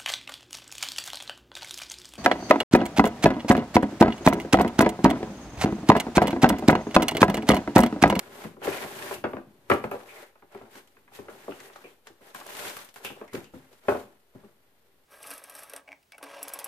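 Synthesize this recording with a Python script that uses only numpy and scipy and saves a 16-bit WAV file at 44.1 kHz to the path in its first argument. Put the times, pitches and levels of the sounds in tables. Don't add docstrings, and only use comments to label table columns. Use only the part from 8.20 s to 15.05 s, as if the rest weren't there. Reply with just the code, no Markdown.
import sys
import numpy as np
from scipy import signal
from scipy.fft import rfft, irfft
from scipy.io import wavfile
from scipy.ndimage import uniform_filter1d

SR = 44100
rng = np.random.default_rng(int(sys.argv[2]) if len(sys.argv) > 2 else 0)


def boost(x):
    u = np.asarray(x, float) / 20
    return 10 ** u


def master_out(mix):
    frames = np.transpose(np.atleast_2d(mix))
    ceiling = np.clip(frames, -1, 1)
    pcm = np.round(ceiling * 32767).astype(np.int16)
    wavfile.write(sys.argv[1], SR, pcm)


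N = 302085

# mode_hz, relative level_db, longest t60_s
MODES = [(102, -15.5, 0.1), (128, -6, 0.037), (158.9, -15, .15), (207.7, -11, 0.11), (270, -7, 0.11),
         (324, -1, 0.045), (349.5, 1, 0.07), (393.2, 1, 0.077), (481.3, 5, 0.18), (488.7, 3.5, 0.16),
         (587, 5.5, 0.03), (700, -1, 0.14), (795, 3.5, 0.068), (880, 2.5, 0.038), (1025, 9, 0.014),
         (1194, 9.5, 0.12), (1206.5, 13.5, 0.015), (1404, 6, 0.051), (1597, 7, 0.025), (1735, 4.5, 0.047),
         (1956, 3.5, 0.025), (2050, -10, .03), (2128, 2.5, 0.019), (2540, 5, 0.04), (2595, 5, 0.041),
         (2986, -4.5, .02), (3350, -4.5, .02), (3530, -11.5, .012), (4300, -9, .008)]
# start_s, panel level_db before the mix, thump_db and edge_db above the panel, favoured mode_hz
BLOWS = [(0.246, -36.5, 5, 0, 185), (0.368, -43, -9, -30, 405), (0.417, -34, -14, -4, 824),
         (0.452, -36, -7, -12, 330), (0.471, -17.5, -8.5, -12.5, 408), (0.641, -32.5, -11, -16, 384),
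         (0.91, -26.5, -44, -2.5, 480), (1.04, -20, -9.5, -4.5, 293), (1.053, -25, -13, -4, 627),
         (1.081, -59, -29, -11, 473), (1.133, -26, -11, -6.5, 640), (1.168, -31.5, -7, -3, 344),
         (1.5, -11.5, -11.5, -2.5, 420), (1.515, -16.5, -10.5, 6, 554), (1.539, -21, -8, -13, 305),
         (1.64, -23, -8, -3, 436), (1.714, -27.5, -12, -2, 725), (1.739, -25.5, -34, -20, 490),
         (2.155, -52, -37, -2, 950), (2.223, -49, -9, -0.5, 885), (2.348, -37, -4.5, -2.5, 366),
         (2.413, -41, -6, -6, 595), (2.553, -54.5, 9, 14.5, 370), (2.768, -58.5, -14, 12, 895),
         (2.878, -66.5, -15, 18, 795), (2.918, -48.5, -28, -8, 750), (2.988, -36.5, -0.5, -5, 360),
         (3.057, -62, -15, 3, 587), (3.084, -35.5, -27, -2.5, 377), (3.281, -26.5, -12.5, -48, 464),
         (3.32, -37, -28, 0, 385), (3.402, -49.5, -1, 8, 388), (3.499, -48, -24, 3, 395),
         (3.557, -51, -19, 14, 870), (3.64, -41.5, -10.5, -13, 404), (3.665, -46.5, -20, -17, 413),
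         (3.869, -49.5, -16, 10.5, 1720), (3.9, -47, -6.5, -30, 312), (4.009, -52, -3.5, -20, 600),
         (4.147, -43.5, -15, 12, 940), (4.212, -43.5, -31, 7.5, 940), (4.262, -41, -47, 1, 627),
         (4.288, -43.5, -34, 5, 750), (4.566, -47.5, -36, 15.5, 579), (4.76, -50, -24, 12, 855),
         (4.847, -37, -9, 2, 567), (4.871, -45, -29, -22, 533), (4.9, -39.5, -4.5, 1, 270),
         (4.964, -42.5, -22, -24, 409), (5.013, -31, -30, -12, 324), (5.13, -46, 5, 6, 466),
         (5.14, -28.5, -1.5, -26, 440), (5.165, -41.5, 8, -9, 128), (5.337, -40, 0.5, -29, 302),
         (5.365, -54, 11, -8.5, 128), (5.514, -51, -18, -21, 397), (5.684, -11, -54, -9, 470),
         (5.72, -18.5, -24, -24, 388), (5.749, -22.5, -48, -17, 473), (5.78, -37, -16, -23, 374),
         (6.15, -46, 6.5, -18, 143), (6.236, -48.5, 1.5, -15, 326)]
# frequency_hz, relative density_db (per Hz)
FILM_SHAPE = [(2000, -1), (3400, -0.5), (5180, -5.5), (11200, -5), (14300, -6)]
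# frequency_hz, likeness (0 to 1)
LIKENESS = [(60, 0.73), (300, 0.95), (700, 0.66), (1400, 0.15), (4000, .05)]


def evened(x):
    return x / np.sqrt(np.mean(x ** 2) + 1e-20)


def smooth(x, size):
    return uniform_filter1d(uniform_filter1d(x, size=size), size=size)


def read(points, hz):
    f, value = np.transpose(points)
    return np.interp(np.log(hz + 1), np.log(f + 1), value)


def colour(x, points):
    size = x.shape[-1]
    hz = np.fft.rfftfreq(size, 1 / SR)
    return evened(irfft(rfft(x) * boost(read(points, hz)), size))


def paired(pair):
    size = pair.shape[1]
    same = np.clip(read(LIKENESS, np.fft.rfftfreq(size, 1 / SR)), 0, 1)
    left, other = rfft(pair)
    right = same * left + np.sqrt(1 - same ** 2) * other
    return irfft(np.array([left, right]), size)


def add(mix, start_s, sound):
    part = mix[:, round(start_s * SR):][:, :sound.shape[1]]
    part += sound[:, :part.shape[1]]


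def grit(per_s, spread_db, clump_db):
    size = boost(spread_db * np.minimum(rng.exponential(1, (2, N)), 4))
    size *= rng.choice([-1., 1.], (2, N))
    clumps = evened(smooth(rng.standard_normal(N), 300))
    happens = rng.random((2, N)) < per_s / SR
    return evened(size * boost(clump_db * clumps) * happens)


def resonate(x, hz, width_hz):
    turn = np.exp(2j * np.pi * np.cumsum(hz) / SR)
    r = np.exp(-np.pi * width_hz / SR)
    return 2 * (turn * signal.lfilter([1 - r], [1, -r], x / turn)).real


def rings(bend, turn):
    region_hz = (150, 480, 1700)
    hz, db, t60_s = np.transpose(MODES)[:, :, None]
    t = np.arange(SR // 8) / SR
    share = np.array([read(list(zip(region_hz, row)), hz[:, 0]) for row in np.eye(3)])
    share *= (-1.) ** np.arange(len(MODES))
    wave = np.sin(2 * np.pi * hz * (1 + bend[:, None]) * t + turn[:, None])
    wave *= 1 - np.exp(-t * hz * 4)
    most_cycles = 28
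    decay_db = -60 * t / np.minimum(t60_s, most_cycles / hz)
    return boost(db + decay_db) * wave, share


def knocks():
    chatter_db, chatter_fade_s = -38, 0.019
    out, t = np.zeros((2, N)), np.arange(SR // 10) / SR
    hz = np.array(MODES)[:, 0]
    apart = np.arccos(np.clip(read(LIKENESS, hz), 0, 1)) / 2
    spots = rng.standard_normal((len(BLOWS), 2, len(MODES)))
    chatter = rng.standard_normal((len(BLOWS), 2, len(t))) ** 3
    for (start_s, db, thump_db, edge_db, loud_hz), spot, shake in zip(BLOWS, spots, chatter):
        near = np.exp(-(np.log2(hz / loud_hz) / .3) ** 2)
        favour = boost(5 * near + 1.2 * spot[0])
        ears = [rings(0.029 * spot[1], side * apart) for side in (1, -1)]
        regions = np.array([(share * favour) @ ring for ring, share in ears])
        force = boost(chatter_db) * paired(shake) * np.exp(-t / chatter_fade_s)
        force[:, 0] = 1
        regions = signal.fftconvolve(regions, force[:, None], axes=2)
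        regions /= abs(regions).max(2).mean(0)[:, None]
        add(out, start_s, boost(db + np.array([thump_db, 0, edge_db])) @ regions)
    return out


def rubbing():
    (film, edge, panel), thump = strokes(), weight()
    ring, share = rings(*np.zeros((2, len(MODES))))
    catches = paired(grit(1500, 2.5, clump_db=1.0))
    wander = evened(smooth(rng.standard_normal(N), 3000))
    scrape_hz = 1550 * np.exp(0.068 * wander)
    slips = np.gradient(grit(890, 1.3, clump_db=3.0), axis=1)
    scrape = resonate(resonate(slips, scrape_hz, width_hz=1000), scrape_hz, width_hz=1500)
    body = boost(-2.5) * edge * evened(scrape)
    for force, region in zip((thump, panel, boost(-5.0) * edge), share @ ring):
        response = region[None] / np.linalg.norm(region)
        body += signal.oaconvolve(force * catches, response, axes=1)[:, :N]
    creases = 0.37 * grit(110, 2.4, clump_db=3.0)
    rustle = grit(9000, 1.9, clump_db=1.0) + 0.95 * rng.standard_normal((2, N))
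    hiss = colour(creases + rustle, FILM_SHAPE)
    return boost(-0.5) * body + boost(5.0) * film * hiss


def strokes():
    # start_s, length_s, film level_db before the mix,
    # change_db by the end, panel_db above the film
    slides = [(0.0, 0.33, -57, -9, 8), (0.132, .11, -56.5, 6, 6), (0.448, 0.19, -43, -1, 8),
              (0.67, 0.26, -49.5, 6.5, 3), (1.09, 0.26, -64, -23, 13.5), (1.295, .18, -78.5, 5, 7.5),
              (1.524, 0.022, -45, -6.5, 8), (1.644, 0.021, -53.5, -7, -10), (1.721, 0.092, -56.5, -5.5, 10),
              (1.82, 0.03, -68, 3, 11.5), (1.873, 0.15, -58, 3.5, 6.5), (2.322, 0.16, -69, -3.5, 18.5),
              (2.514, 0.067, -60.5, 6.5, -0.5), (2.638, 0.2, -75.5, 1.5, 2), (2.951, 0.052, -50.5, -8, -5),
              (3.017, 0.13, -70, 2, 17), (3.102, 0.36, -61.5, 5.5, 4), (3.475, 0.23, -62, -1.5, 4),
              (3.871, 0.021, -61, -5.5, 1), (4.018, 0.075, -63.5, 5, 4.5), (4.156, 0.11, -52, -4, -0.5),
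              (4.296, 0.18, -48, 8.5, -0.5), (4.48, 0.14, -48.5, -0.5, -4), (4.774, 0.025, -51, -9, -12),
              (4.802, 0.028, -71.5, 8, 15), (4.852, 0.075, -43, -14, -7), (4.97, 0.077, -66, -1.5, 13.5),
              (5.151, 0.071, -48.5, -11.5, 6), (5.24, 0.022, -63, -3.5, 7), (5.347, 0.15, -63, -8, 3),
              (5.52, 0.071, -63.5, -5.5, -1), (5.636, .04, -68, 6, 10), (5.694, 0.12, -47.5, -10, 4.5),
              (5.865, 0.083, -72.5, -6, 11), (6.155, 0.13, -71, -3.5, 12)]
    rise_db_per_s, fall_db_per_s = 598, 227.5
    rest_db = -74.5
    t = np.arange(0, N, 64) / SR
    start_s, length_s, db, change_db, panel_db = np.transpose(slides)[:, :, None]
    drift_db = change_db * np.clip((t - start_s) / length_s, 0, 1)
    before_db = rise_db_per_s * np.maximum(start_s - t, 0)
    after_db = fall_db_per_s * np.maximum(t - start_s - length_s, 0)
    film_db = db + drift_db - before_db - after_db
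    judder = boost(1 * evened(smooth(rng.standard_normal((2, len(t))), 9)))
    edge_db = 2.5 + 0.53 * panel_db
    gains = []
    for k, above_db in enumerate((0, edge_db, panel_db)):
        gain = np.sqrt((boost(film_db + above_db) ** 2).sum(0) + boost(rest_db) ** 2)
        gains.append(np.interp(np.arange(N) / SR, t, gain * judder[k % 2]))
    return gains


def weight():
    # time_s, weight level_db before the mix
    shifts = [(0, -56.5), (.4, -60), (.57, -55), (.75, -52.5), (1.2, -53), (1.42, -66), (1.55, -58),
              (1.74, -63), (1.9, -97), (3.181, -58), (3.402, -67.5), (4.6, -88), (4.94, -66), (5.7, -74),
              (5.841, -59), (6.001, -78), (6.85, -74.5)]
    return boost(np.interp(np.arange(N) / SR, *np.transpose(shifts)))


def snaps():
    # start_s, level_db before the mix, treble tilt_db reached at 12 kHz
    snap_list = [(0.433, -50, -14), (0.9415, -24, 0), (1.0405, -48, -25), (1.112, -43.5, 22.5),
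                 (1.167, -62, -20), (1.499, -19.5, 2), (1.5255, -33, -7), (1.5377, -30, 3), (1.64, -39, 0),
                 (1.713, -32.5, 8), (2.346, -47, 7), (2.533, -47, -27), (2.556, -38.5, -12),
                 (2.6741, -44.5, -6), (2.9517, -38, -8), (3.0584, -48, -17), (3.4029, -35, -6),
                 (3.533, -41, -20), (3.5602, -38, -18), (3.8716, -33, -16), (4.016, -54, 3),
                 (4.102, -41, -16), (4.147, -30, 3), (4.1596, -33, -9), (4.2006, -32.5, -10),
                 (4.2662, -30, 3), (4.278, -34, -25), (4.293, -34, 7), (4.3496, -28.5, -11),
                 (4.369, -25.5, 4), (4.4255, -36, -11), (4.497, -27, -5), (4.3995, -26, -7),
                 (4.468, -33, -12), (4.4798, -24.5, -12), (4.552, -49, -4), (4.568, -25, 4),
                 (4.589, -32, -20), (4.6473, -32, 7), (4.689, -36.5, -10), (4.7413, -35.5, 6),
                 (4.7598, -33.5, -1), (4.8477, -23.5, 3), (5.0785, -44, -13), (5.1336, -30, -4),
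                 (5.2435, -38.5, -17), (5.529, -44, -26), (5.685, -38.5, -20)]
    out, t = np.zeros((2, N)), np.arange(4096) / SR
    tick_fade = np.exp(-t / 0.0002)
    puff_fade = boost(-60 * t / 0.076)
    puffs = colour(rng.standard_normal((len(snap_list), 2, len(t))), FILM_SHAPE)
    for (start_s, db, tilt_db), puff in zip(snap_list, puffs):
        puff = colour(puff, [(7000, 0.0015), (12000, tilt_db)])
        tick = .6 * tick_fade * puff[0]
        add(out, start_s, boost(db) * (tick + 0.22 * puff_fade * puff))
    return out


def scuffs():
    # start_s, level_db before the mix, pitch_hz
    scuff_list = [(0.4239, -30, 2730), (0.519, -25, 2520), (0.5794, -32, 2290), (0.9265, -30, 2640),
                  (1.887, -34.5, 2340), (1.9578, -30, 2140), (2.0274, -41, 1880), (3.307, -35, 2730),
                  (3.321, -46, 2760), (3.4498, -40, 1850), (3.6412, -37, 2450), (3.687, -45.5, 3170),
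                  (4.847, -21, 2640), (4.852, -32, 3250), (4.8794, -43, 2870), (4.9197, -46, 2730),
                  (5.077, -40, 2040), (5.246, -45, 2700)]
    width_hz, rise_s, fade_s = 620, 0.002, 0.032
    out, t = np.zeros((2, N)), np.arange(SR // 5) / SR
    envelope = (1 - np.exp(-t / rise_s)) * np.exp(-t / fade_s)
    bursts = rng.standard_normal((len(scuff_list), 2, len(t))) ** 3
    for (start_s, db, pitch_hz), burst in zip(scuff_list, bursts):
        curve = pitch_hz + 0 * t
        sung = resonate(resonate(burst, curve, width_hz), curve, width_hz)
        add(out, start_s, boost(db) * sung / abs(sung).max() * envelope)
    return out


def rumble():
    # frequency_hz, relative density_db (per Hz)
    rumble_shape = [(15, -29.5), (35, -16), (60, -7.5), (85, 0), (125, -6), (220, -48.5)]
    thump_share_db, panel_share_db, fade_s = -18, -31, 0.028
    blows = np.zeros(N)
    for start_s, db, thump_db, *_ in BLOWS:
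        drive = np.hypot(boost(thump_share_db + thump_db), boost(panel_share_db))
        blows[round(start_s * SR)] = boost(db) * drive
    boom = signal.lfilter([1], [1, -np.exp(-1 / (SR * fade_s))], blows)
    noise = colour(paired(rng.standard_normal((2, N))), rumble_shape)
    return (boost(-11) * weight() + boom) * noise


def kitchen(x):
    # frequency_hz, t60_s
    decay_times = [(100, 0.68), (300, 0.22), (800, 0.39), (2000, 0.34), (5000, 0.5), (12000, 0.42)]
    taps = np.zeros((2, SR // 2))
    at = np.arange(200, SR // 2 - 20, 20) + rng.integers(0, 20, (2, (SR // 2 - 201) // 20))
    np.put_along_axis(taps, at, rng.choice([-1., 1.], at.shape), 1)
    hz, t, z = signal.stft(paired(taps), SR, nperseg=256)
    fade = boost(-60 * t / read(decay_times, hz)[:, None])
    tail = signal.istft(z * fade, SR, nperseg=256)[1]
    return signal.oaconvolve(x.mean(0)[None], tail / np.linalg.norm(tail[0]), axes=1)[:, :N]


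def hush():
    # frequency_hz, relative density_db (per Hz)
    hush_shape = [(15, -31.5), (25, -5), (33, -25.5), (60, 0), (169, -12.5), (204, -23), (227, -13),
                  (477, -2.5), (711, -9), (4440, -19), (6980, -32), (9100, -22), (14300, -17)]
    return boost(-67) * colour(paired(rng.standard_normal((2, N))), hush_shape)


def scene():
    # frequency_hz, gain_db
    radiation = [(20, -21), (60, -11.5), (110, -0.5)]
    blows, rub = knocks() + snaps() + scuffs(), rubbing()
    echoes = kitchen(boost(-5.0) * blows + boost(-23.5) * rub)
    box = boost(3.0) * blows + rub + echoes
    gain = boost(read(radiation, np.fft.rfftfreq(N, 1 / SR)))
    return irfft(rfft(box) * gain, N) + rumble() + hush()


def band_limit(x):
    return signal.sosfilt(signal.butter(12, 15890, fs=SR, output="sos"), x)


def record(dry):
    # frequency_hz, gain_db
    top_cut = [(12000, -2), (14300, -0.5), (14900, -17.5), (16000, -44)]
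    # frequency_hz, left over right_db
    port_lean = [(100, 2.5), (3000, 0.6), (13000, 2.5)]
    hz = np.fft.rfftfreq(N, 1 / SR)
    ports = boost(read(top_cut, hz) + np.outer([.5, -.5], read(port_lean, hz)))
    offset = -.0005
    mix = irfft(rfft(dry) * ports, N) + offset
    return band_limit(mix)


dry = scene()
out = record(dry)
master_out(out)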